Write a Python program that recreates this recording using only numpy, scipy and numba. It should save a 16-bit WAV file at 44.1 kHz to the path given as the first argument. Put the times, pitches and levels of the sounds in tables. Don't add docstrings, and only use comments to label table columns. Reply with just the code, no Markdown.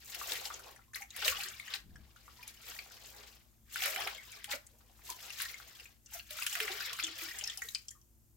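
import sys
import numpy as np
from scipy import signal
from scipy.fft import rfft, irfft, next_fast_len
from scipy.io import wavfile
from numba import njit

SR = 44100
rng = np.random.default_rng(int(sys.argv[2]) if len(sys.argv) > 2 else 0)


def wav_record(signal):
    frames = np.transpose(np.atleast_2d(signal))
    bounded = np.clip(frames, -1, 1)
    quanta = np.round(bounded * 32767).astype(np.int16)
    wavfile.write(sys.argv[1], SR, quanta)


N = 368676
CONTROL_TIMES_S = np.arange(0, N / SR, .001)


def from_db(db):
    return 10 ** (np.asarray(db) / 20)


def unit_rms(x):
    return x / np.sqrt(np.mean(x ** 2) + 1e-20)


def db_at(spectrum, hz):
    freq_hz, level_db = np.transpose(spectrum)
    return np.interp(np.log(np.maximum(hz, 1)), np.log(freq_hz), level_db)


def colour(x, spectrum):
    size = next_fast_len(x.shape[-1])
    gain = from_db(db_at(spectrum, np.fft.rfftfreq(size, 1 / SR)))
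    return irfft(rfft(x, size) * gain, size)[..., :x.shape[-1]]


def highpass(x, hz):
    return signal.sosfilt(signal.butter(4, hz, "high", fs=SR, output="sos"), x + 1e-18)


def drift(rate_hz):
    knots = rng.standard_normal(int(2 * rate_hz * N / SR) + 2)
    return unit_rms(np.interp(np.arange(N) * 2 * rate_hz / SR, np.arange(len(knots)), knots))


def stereo_noise(side_db):
    mid, side = rng.standard_normal((2, N))
    return mid + from_db(side_db) * side * np.array([[1], [-1]])


def per_sample(control):
    return np.interp(np.arange(N) / SR, CONTROL_TIMES_S, control)


def surge_power(crest_s, rise_s, hold_s, fall_s, span_db=20, curve=1.046):
    t = CONTROL_TIMES_S - crest_s
    before = np.maximum(-t, 0) / max(rise_s, .005)
    after = np.maximum(t - hold_s, 0) / max(fall_s, .005)
    return from_db(-span_db * np.minimum((before + after) ** curve, 10)) ** 2


# pitch_hz, level_db
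HUM_PARTIALS = [(57.5, -67.5), (112.5, -73.5), (226, -78), (335, -82.5)]
# freq_hz, density_db
AIR_SPECTRUM = [(20, -10.5), (60, 2.5), (120, -5), (175, -12), (240, -11), (400, -19), (1000, -26.5),
                (2000, -32), (4000, -33), (6700, -23.5), (10000, -26.5), (14000, -20), (16500, -29.5)]


def background(throb_db=2.0, waver_rad=1.2, air_db=-68):
    t = np.arange(N) / SR
    hum = 0
    for hz, level_db in HUM_PARTIALS:
        gain = from_db(level_db + throb_db * drift(13))
        hum += gain * np.sin(2 * np.pi * hz * t + waver_rad * drift(7))
    air = unit_rms(colour(stereo_noise(side_db=-2.5), AIR_SPECTRUM))
    return hum + from_db(air_db) * air


# freq_hz, gain_db
TAIL_SPECTRUM = [(200, -11), (1000, 4), (2500, -2.5), (6000, -4.5), (16000, -3)]


def surroundings(x, tail_db=-9.5, t60_s=0.21):
    t = np.arange(SR // 2) / SR
    noise = colour(rng.standard_normal((2, len(t))), TAIL_SPECTRUM)
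    tail = unit_rms(noise * from_db(-60 * t / t60_s) * (t > .004)) / np.sqrt(len(t))
    return x + from_db(tail_db) * signal.fftconvolve(x, tail, axes=1)[:, :N]


# crest_s, rise_s, hold_s, fall_s, level_db
PAN_DIPS = [(1.3, 0.18, 0.025, 0.32, -60.5), (1.87, .08, 0.13, .12, -56.5)]


def dipping():
    spectrum = [(25, -12.5), (65, 1), (110, -10.5), (170, -11), (300, -19), (700, -45), (3000, -79.5)]
    push = sum(from_db(db) * per_sample(np.sqrt(surge_power(*timing))) for *timing, db in PAN_DIPS)
    return push * unit_rms(colour(stereo_noise(side_db=-8), spectrum))


@njit
def ring(start, gain, hz, t60_s, glide, attack_cycles, size, sr):
    out = np.zeros((2, size + sr))
    for k in range(len(hz)):
        t = np.arange(int(min(t60_s[k], .5) * sr)) / sr
        age, turns = t / t60_s[k], t * hz[k]
        envelope = np.exp(-6.9 * age) * (1 - np.exp(-turns / attack_cycles))
        wave = envelope * np.sin(2 * np.pi * turns * (1 + glide[k] * age / 2))
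        for ear in range(2):
            for path in range(start.shape[2]):
                first, path_gain = start[k, ear, path], gain[k, ear, path]
                for i in range(len(wave)):
                    out[ear, first + i] += path_gain * wave[i]
    return out[:, :size]


def bubbles(start_s, gain, hz, cycles, glide, attack_cycles=0.45, left_db=0, scatter_db=1.0,
            wall_db=-8.0, wall_s=.006, echoes=3, lag_s=.000035):
    side, lag, climb, *walls = rng.standard_normal((len(start_s), 3 + 2 * echoes)).T
    distance = np.abs(np.transpose(walls).reshape(-1, 2, echoes))
    ears = np.array([[.5], [-.5]])
    delay_s = np.concatenate([ears * lag[:, None, None] * lag_s, .0006 + distance * wall_s], axis=2)
    direct = from_db(ears * (left_db + side * scatter_db)[:, None, None])
    reflected = from_db(wall_db + 4.5 - 1.67 * distance)
    path_gain = gain[:, None, None] * np.concatenate([direct, reflected], axis=2)
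    start = np.clip(np.round((start_s[:, None, None] + delay_s) * SR), 0, N).astype(int)
    t60_s = np.maximum(cycles, 1) / hz
    return ring(start, path_gain, hz, t60_s, glide * (1 + .5 * climb), attack_cycles, N, SR)


# start_s, level_db, pitch_hz, ring_cycles
AIR_POCKETS = [(0.69, -55, 734, 39), (0.88, -66, 1060, 110), (0.958, -45, 2027, 170),
               (1.006, -49.5, 800, 75), (1.222, -43, 854, 50), (1.257, -35, 613, 35), (1.279, -39, 509, 35),
               (1.32, -36.5, 1128, 77), (1.385, -44, 803, 59), (2.387, -57, 976, 190),
               (3.819, -42.5, 751, 79), (3.872, -42.5, 568, 68), (3.97, -38.5, 757, 54),
               (4.066, -27, 753, 22), (4.18, -44.5, 2180, 180), (4.535, -34, 565, 30),
               (4.536, -48.5, 264, 20), (5.091, -42.5, 1007, 97), (6.12, -57.5, 856, 104),
               (6.148, -49, 683, 61), (6.307, -51, 600, 105), (6.53, -51.5, 837, 61), (6.565, -45, 700, 48),
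               (6.608, -40, 437, 82), (6.69, -46.5, 772, 79), (6.7, -41.5, 371, 54), (6.93, -45, 1080, 50),
               (7.033, -49.5, 323, 90), (7.219, -50, 334, 81), (7.645, -54, 458, 29.7),
               (7.95, -62.5, 1210, 116)]


def gulps(shed_count=3):
    start_s, level_db, hz, cycles = np.transpose(AIR_POCKETS)
    pocket = bubbles(start_s, from_db(level_db + 2), hz, cycles, .02, attack_cycles=2.2, wall_db=-27.5)
    start_s, level_db, hz, cycles = np.repeat(AIR_POCKETS, shed_count, axis=0).T
    wait, detune = rng.random((len(start_s), 2)).T
    shed_s = start_s + (.055 + .3 * wait) * cycles / hz
    shed = bubbles(shed_s, from_db(level_db - 4.5 - 2.8 * wait), hz * (.88 + .26 * detune),
                   .57 * cycles, glide=.028, attack_cycles=2.2)
    return pocket + shed


def stray_drops(splash_db, per_s=7, boost_db=14, spread_db=4, low_hz=1700, high_hz=3950, tick_db=-12.5):
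    when, size, pitch = rng.random((int(per_s * N / SR), 3)).T
    level_db = boost_db + splash_db[(when * N).astype(int)] + spread_db * (2 * size - 1)
    hz = low_hz * (high_hz / low_hz) ** pitch
    return np.column_stack([when * N / SR, level_db, hz, np.full(len(hz), tick_db)])


# start_s, level_db, pitch_hz, tick_db
DRIPS = [(0.5394, -28, 6630, -17), (0.5939, -40, 1380, -4), (0.7608, -42, 1810, -8),
         (0.9336, -38, 1730, -12), (0.9446, -28, 4050, -14), (0.9562, -27, 2010, -7),
         (1.0197, -29, 2200, -12), (1.1038, -33, 6760, -27), (1.3198, -29, 1450, -17),
         (1.3667, -27, 2940, -17), (1.434, -24.5, 4400, -11), (1.4856, -31, 6940, -3),
         (1.5964, -32, 2180, -8.5), (1.6778, -32, 1950, -31), (1.9563, -42, 1620, -14),
         (2.1602, -45, 1455, -15), (2.4283, -36, 2400, -6.5), (2.4771, -32, 6900, -3),
         (2.7881, -27, 2290, -25), (3.0585, -36, 7340, -20), (4.1474, -32.5, 3220, -23),
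         (4.318, -37, 6800, -6), (4.667, -46, 6900, 2), (5.3022, -30, 2680, -12), (5.4955, -35, 2090, -6),
         (5.5402, -32, 2110, -22), (5.7969, -35, 2680, -10.5), (5.855, -37, 2420, -24),
         (6.0597, -37, 5930, -18), (6.1944, -31, 2720, -24), (6.3864, -32, 1310, -12),
         (6.4216, -23, 2600, -9), (6.5271, -27.5, 2950, -3), (6.8042, -29, 1530, -25),
         (6.9885, -24, 1520, -12), (6.9965, -21, 2420, -12), (7.0265, -25, 3450, -19),
         (7.036, -18, 6900, -23), (7.0418, -20, 3450, -18), (7.0658, -26, 3010, -22),
         (7.3083, -31, 1920, -18), (7.4097, -27.5, 2950, -19), (7.3872, -28, 7100, -2),
         (7.438, -19, 5470, -25), (7.4733, -22, 5300, -14), (7.4969, -23, 3400, -28),
         (7.5733, -26, 5300, -6.5), (7.6183, -24, 1890, -14), (7.6858, -27.5, 3800, -12),
         (7.7477, -18.5, 4650, -12), (7.7544, -28.5, 2540, -32), (7.8822, -26, 7340, -22),
         (7.9064, -33, 6840, -7), (8.013, -51, 5850, -12)]


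def drops(splash_db):
    start_s, level_db, hz, tick_db = np.vstack([DRIPS, stray_drops(splash_db)]).T
    tick_hz, small_hz, small_lag_s, large_hz, large_lag_s = rng.uniform(
        [7400, 3700, .001, 1600, .003], [12300, 7500, .004, 3500, .011], (len(start_s), 5)).T
    tick = bubbles(start_s + .0006, from_db(level_db + tick_db + 12.5), tick_hz, cycles=9.6, glide=.02)
    main = bubbles(start_s + .0012, from_db(level_db - 3.5), hz, cycles=27, glide=.016,
                   attack_cycles=.42, wall_db=-6, wall_s=.005)
    small = bubbles(start_s + small_lag_s, from_db(level_db - 6), small_hz, cycles=28, glide=.042)
    large = bubbles(start_s + large_lag_s, from_db(level_db - 22.5), large_hz, cycles=73, glide=.11)
    return highpass(tick + main + small + large, 900)


# start_s, level_db, pitch_hz, treble_db, left_bias_db
WATER_SLAPS = [(0.1455, -30.5, 2820, -2, 1.5), (0.319, -18.5, 3940, -9, -1), (0.4528, -21, 4700, -19, -3),
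               (1.1627, -34, 1863, 7, 2), (1.2228, -25, 1370, -23, 2.5), (1.247, -16, 4130, -19, -2),
               (1.279, -9.5, 3040, -20.5, -10), (1.7372, -17.5, 3800, -21, -3),
               (3.7572, -22.5, 1620, -7, -6), (3.8196, -20, 3040, -19, 0), (3.8353, -19, 2750, -28, -1),
               (3.8575, -20, 1870, -3.5, -11), (3.9597, -21, 2250, -7.5, -4), (4.002, -31, 2240, -1, -1),
               (4.072, -20, 2370, -13, -8), (4.4425, -28.5, 3030, -2.5, 2), (4.5121, -22.5, 3650, -13, 0),
               (4.5305, -24.5, 1870, -22, -1), (5.1, -25.5, 5600, -1.5, -3), (5.3999, -24, 2000, -8, 2.5),
               (5.4186, -30, 1860, 8, -2), (6.155, -44, 2170, 6, 1), (6.3064, -27.5, 3580, -2, 1),
               (6.4648, -20, 2800, -2.5, -7), (6.552, -21, 2340, -5.5, -12), (6.6017, -16, 2600, -8, -7),
               (6.6781, -21, 1910, -30, -5), (6.9307, -23.5, 4750, -7, -10)]


def slaps(shower_count=24, width=0.9, scatter_s=.007):
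    start_s, level_db, hz, treble_db, bias_db = np.transpose(WATER_SLAPS)
    crack = bubbles(start_s + .001077, from_db(level_db + 2.5), hz, cycles=6.6, glide=.05,
                    attack_cycles=.34, left_db=width * bias_db, scatter_db=0, wall_db=-6, wall_s=.0022)
    snap_hz = rng.uniform(9000, 15000, len(start_s))
    snap = bubbles(start_s + .00066, from_db(level_db + treble_db + 16.5), snap_hz, cycles=4.1,
                   glide=.02, left_db=width * bias_db, wall_s=.0026)
    start_s, level_db, hz, treble_db, bias_db = np.repeat(WATER_SLAPS, shower_count, axis=0).T
    wait, pitch, size, fine = rng.random((len(start_s), 4)).T
    born_s = start_s + .001 - scatter_s * np.log(1 - wait)
    gain = from_db(level_db - 10 * size - 11.2 * wait)
    shower = bubbles(born_s, gain * from_db(-6.5), hz * 2 ** (2 * pitch - 1), cycles=11.2, glide=.046,
                     left_db=width * bias_db)
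    spray = bubbles(born_s, gain * from_db(treble_db + 10), 6500 + 9500 * fine, cycles=3.8, glide=.02)
    return highpass(crack + snap + shower + spray, 1330)


# crest_s, rise_s, hold_s, fall_s, splash_db, churn_rel_db, grit_rel_db
PAN_SWIRLS = [(0.15, 0.21, 0.24, 0.19, -51.5, -12.5, 0), (0.32, 0.19, .01, 0.31, -43, -10.5, -7),
              (0.45, 0.083, 0.0074, 0.11, -53.5, -4, 3.5), (0.69, 0.57, 0.018, 0.12, -60.5, 0.5, -2.5),
              (1.95, .15, 0.16, 0.17, -71.5, -3, -23), (2.24, 0.19, 0.27, 0.17, -65.5, -10, -4),
              (2.48, 0.12, 0.046, 0.059, -59.5, -15, -5), (2.69, 0.15, 0.053, 0.12, -50, -14.5, -1.5),
              (3.03, 0.69, .22, 0.27, -58.5, -7, -3), (4.68, 0.36, 0.28, 0.22, -75.5, -1, 1.5),
              (5.1, 0.099, 0.0053, 0.054, -49, -10.5, 0), (5.22, 0.17, 0.064, 0.18, -51.5, -10, -3.5),
              (5.41, 0.1, 0.0072, .15, -42.5, -21, -3.5), (5.6, 0.6, .23, 0.15, -59, -10.5, -4)]
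# crest_s, rise_s, hold_s, fall_s, splash_db, churn_rel_db, grit_rel_db
RIM_POURS = [(0.957, 0.015, 0.023, 0.09, -54, -13.5, 1), (1.18, 0.062, 0.25, 0.25, -46, -15, -7),
             (1.27, .09, 0.018, 0.057, -36.5, -15, -1.5), (1.74, 0.19, 0.018, 0.052, -47, -14.5, -7),
             (3.762, 0.061, .03, 0.34, -45.5, -20.5, -0.5), (3.835, 0.068, 0.022, 0.14, -39, -14.5, -5),
             (3.96, 0.15, 0.097, 0.18, -43.5, -7, -7.5), (4.33, 0.21, 0.033, 0.18, -55, -14, -6),
             (4.525, 0.039, 0.0079, 0.037, -37.5, -5.5, -4.5), (6.14, 0.065, 0.011, 0.099, -53, -22, 3),
             (6.39, 0.15, 0.31, 0.064, -47, -27, -2), (6.62, 0.093, 0.11, 0.17, -45.5, -6, -8),
             (6.81, 0.13, 0.077, 0.24, -43.5, -16.5, -7), (7.01, 0.054, 0.063, 0.35, -50, -18, -11),
             (7.21, 0.11, 0.022, 0.26, -46, -13.5, -1.5), (7.36, 0.15, 0.15, 0.21, -52, -13.5, -4.5),
             (7.64, 0.1, 0.012, .28, -63, -15, 8.5)]


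def flow(swirl_spill=0.39, pour_spill=0.88):
    power = falling = 0
    for surges, spill in ((PAN_SWIRLS, swirl_spill), (RIM_POURS, pour_spill)):
        for *timing, splash_db, churn_rel_db, grit_rel_db in surges:
            layer_db = splash_db + np.array([[churn_rel_db], [0], [grit_rel_db]])
            surge = from_db(layer_db) ** 2 * surge_power(*timing)
            power += surge
            falling += spill * surge[1]
    levels_db = 10 * np.log10(power)
    falling_share = np.clip(falling / power[1], 0, 1)
    return [per_sample(control) for control in (*levels_db, falling_share)]


def cloud(spectrum, per_s, cycles, spread_db, clump_db, clump_hz, glide):
    when, pitch, size, damping, sign = rng.random((int(per_s * N / SR), 5)).T
    low_hz, high_hz = spectrum[0][0], spectrum[-1][0]
    hz = low_hz * (high_hz / low_hz) ** pitch
    clumps = np.minimum(drift(clump_hz), 1.5)[(when * N).astype(int)]
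    size_db = spread_db * np.minimum(-np.log(1 - size), 2.6) + clump_db * clumps
    gain = from_db(size_db + db_at(spectrum, hz)) * hz * np.sign(sign - .5)
    rings = bubbles(when * N / SR, gain, hz, cycles * 2 ** (2 * damping - 1), glide)
    return unit_rms(highpass(rings, low_hz / 2))


# freq_hz, density_db
CHURN_BAND = [(350, -6.5), (430, -1.5), (550, -6.5), (750, -1), (950, -10), (1150, -2)]
SPLASH_BAND = [(1100, -11.5), (1400, -4), (1900, 0), (2600, 2.5), (3500, 2.5), (4500, 6), (5700, 3)]
BABBLE_BAND = [(1150, -7), (1450, -5.5), (1900, -1.5), (2600, -2.5), (3500, -3.5), (4500, -11), (5500, -6)]
GRIT_BAND = [(5400, -5.5), (7200, 1.5), (8500, -8.5), (10300, -13.5), (12500, 0), (15500, -2.5),
             (16300, -11)]
GRAVEL_BAND = [(1200, 19), (2200, 2.5), (4000, -19.5), (7000, -20), (10000, -15.5), (14500, -17.5)]


def sloshing(churn_db, splash_db, grit_db, falling_share):
    pour, swirl = np.sqrt(falling_share), np.sqrt(1 - falling_share)
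    wash = cloud(CHURN_BAND, per_s=600, cycles=7.1, spread_db=6, clump_db=1.5, clump_hz=99, glide=.06)
    gurgle = cloud(CHURN_BAND, per_s=220, cycles=45, spread_db=3.5, clump_db=5.5, clump_hz=25,
                   glide=.015)
    swish = cloud(SPLASH_BAND, per_s=6500, cycles=9, spread_db=5, clump_db=5, clump_hz=45, glide=.03)
    babble = cloud(BABBLE_BAND, per_s=850, cycles=39, spread_db=3, clump_db=1.16, clump_hz=45,
                   glide=.043)
    grit = cloud(GRIT_BAND, per_s=5600, cycles=12, spread_db=3.5, clump_db=5.5, clump_hz=95, glide=.03)
    gravel = cloud(GRAVEL_BAND, per_s=110, cycles=6, spread_db=9, clump_db=0, clump_hz=20, glide=.03)
    deep = from_db(churn_db - .5) * (swirl * wash + pour * gurgle)
    bright = from_db(splash_db - .5) * ((.51 * swirl + .46) * swish + pour * babble)
    stones = from_db(.76 * splash_db - 22) * (swirl + .05) * gravel
    return deep + bright + stones + from_db(grit_db + 2.5) * grit


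def scene():
    churn_db, splash_db, grit_db, falling_share = flow()
    water = sloshing(churn_db, splash_db, grit_db, falling_share) + slaps() + drops(splash_db) + gulps()
    return surroundings(water) + dipping() + background()


# freq_hz, left_minus_right_db
MIC_BALANCE = [(60, 4), (125, 1), (250, 4), (500, -0.6), (1000, 2.4), (2000, 2.5), (4000, 5), (8000, 3),
               (13000, 0)]


def record(dry, cutoff_hz=16050):
    ears = [colour(x, [(hz, side * db) for hz, db in MIC_BALANCE]) for x, side in zip(dry, (.5, -.5))]
    lowpass = signal.ellip(10, .2, 70, cutoff_hz, fs=SR, output="sos")
    return signal.sosfilt(lowpass, np.array(ears))


dry = scene()
out = record(dry)
wav_record(out)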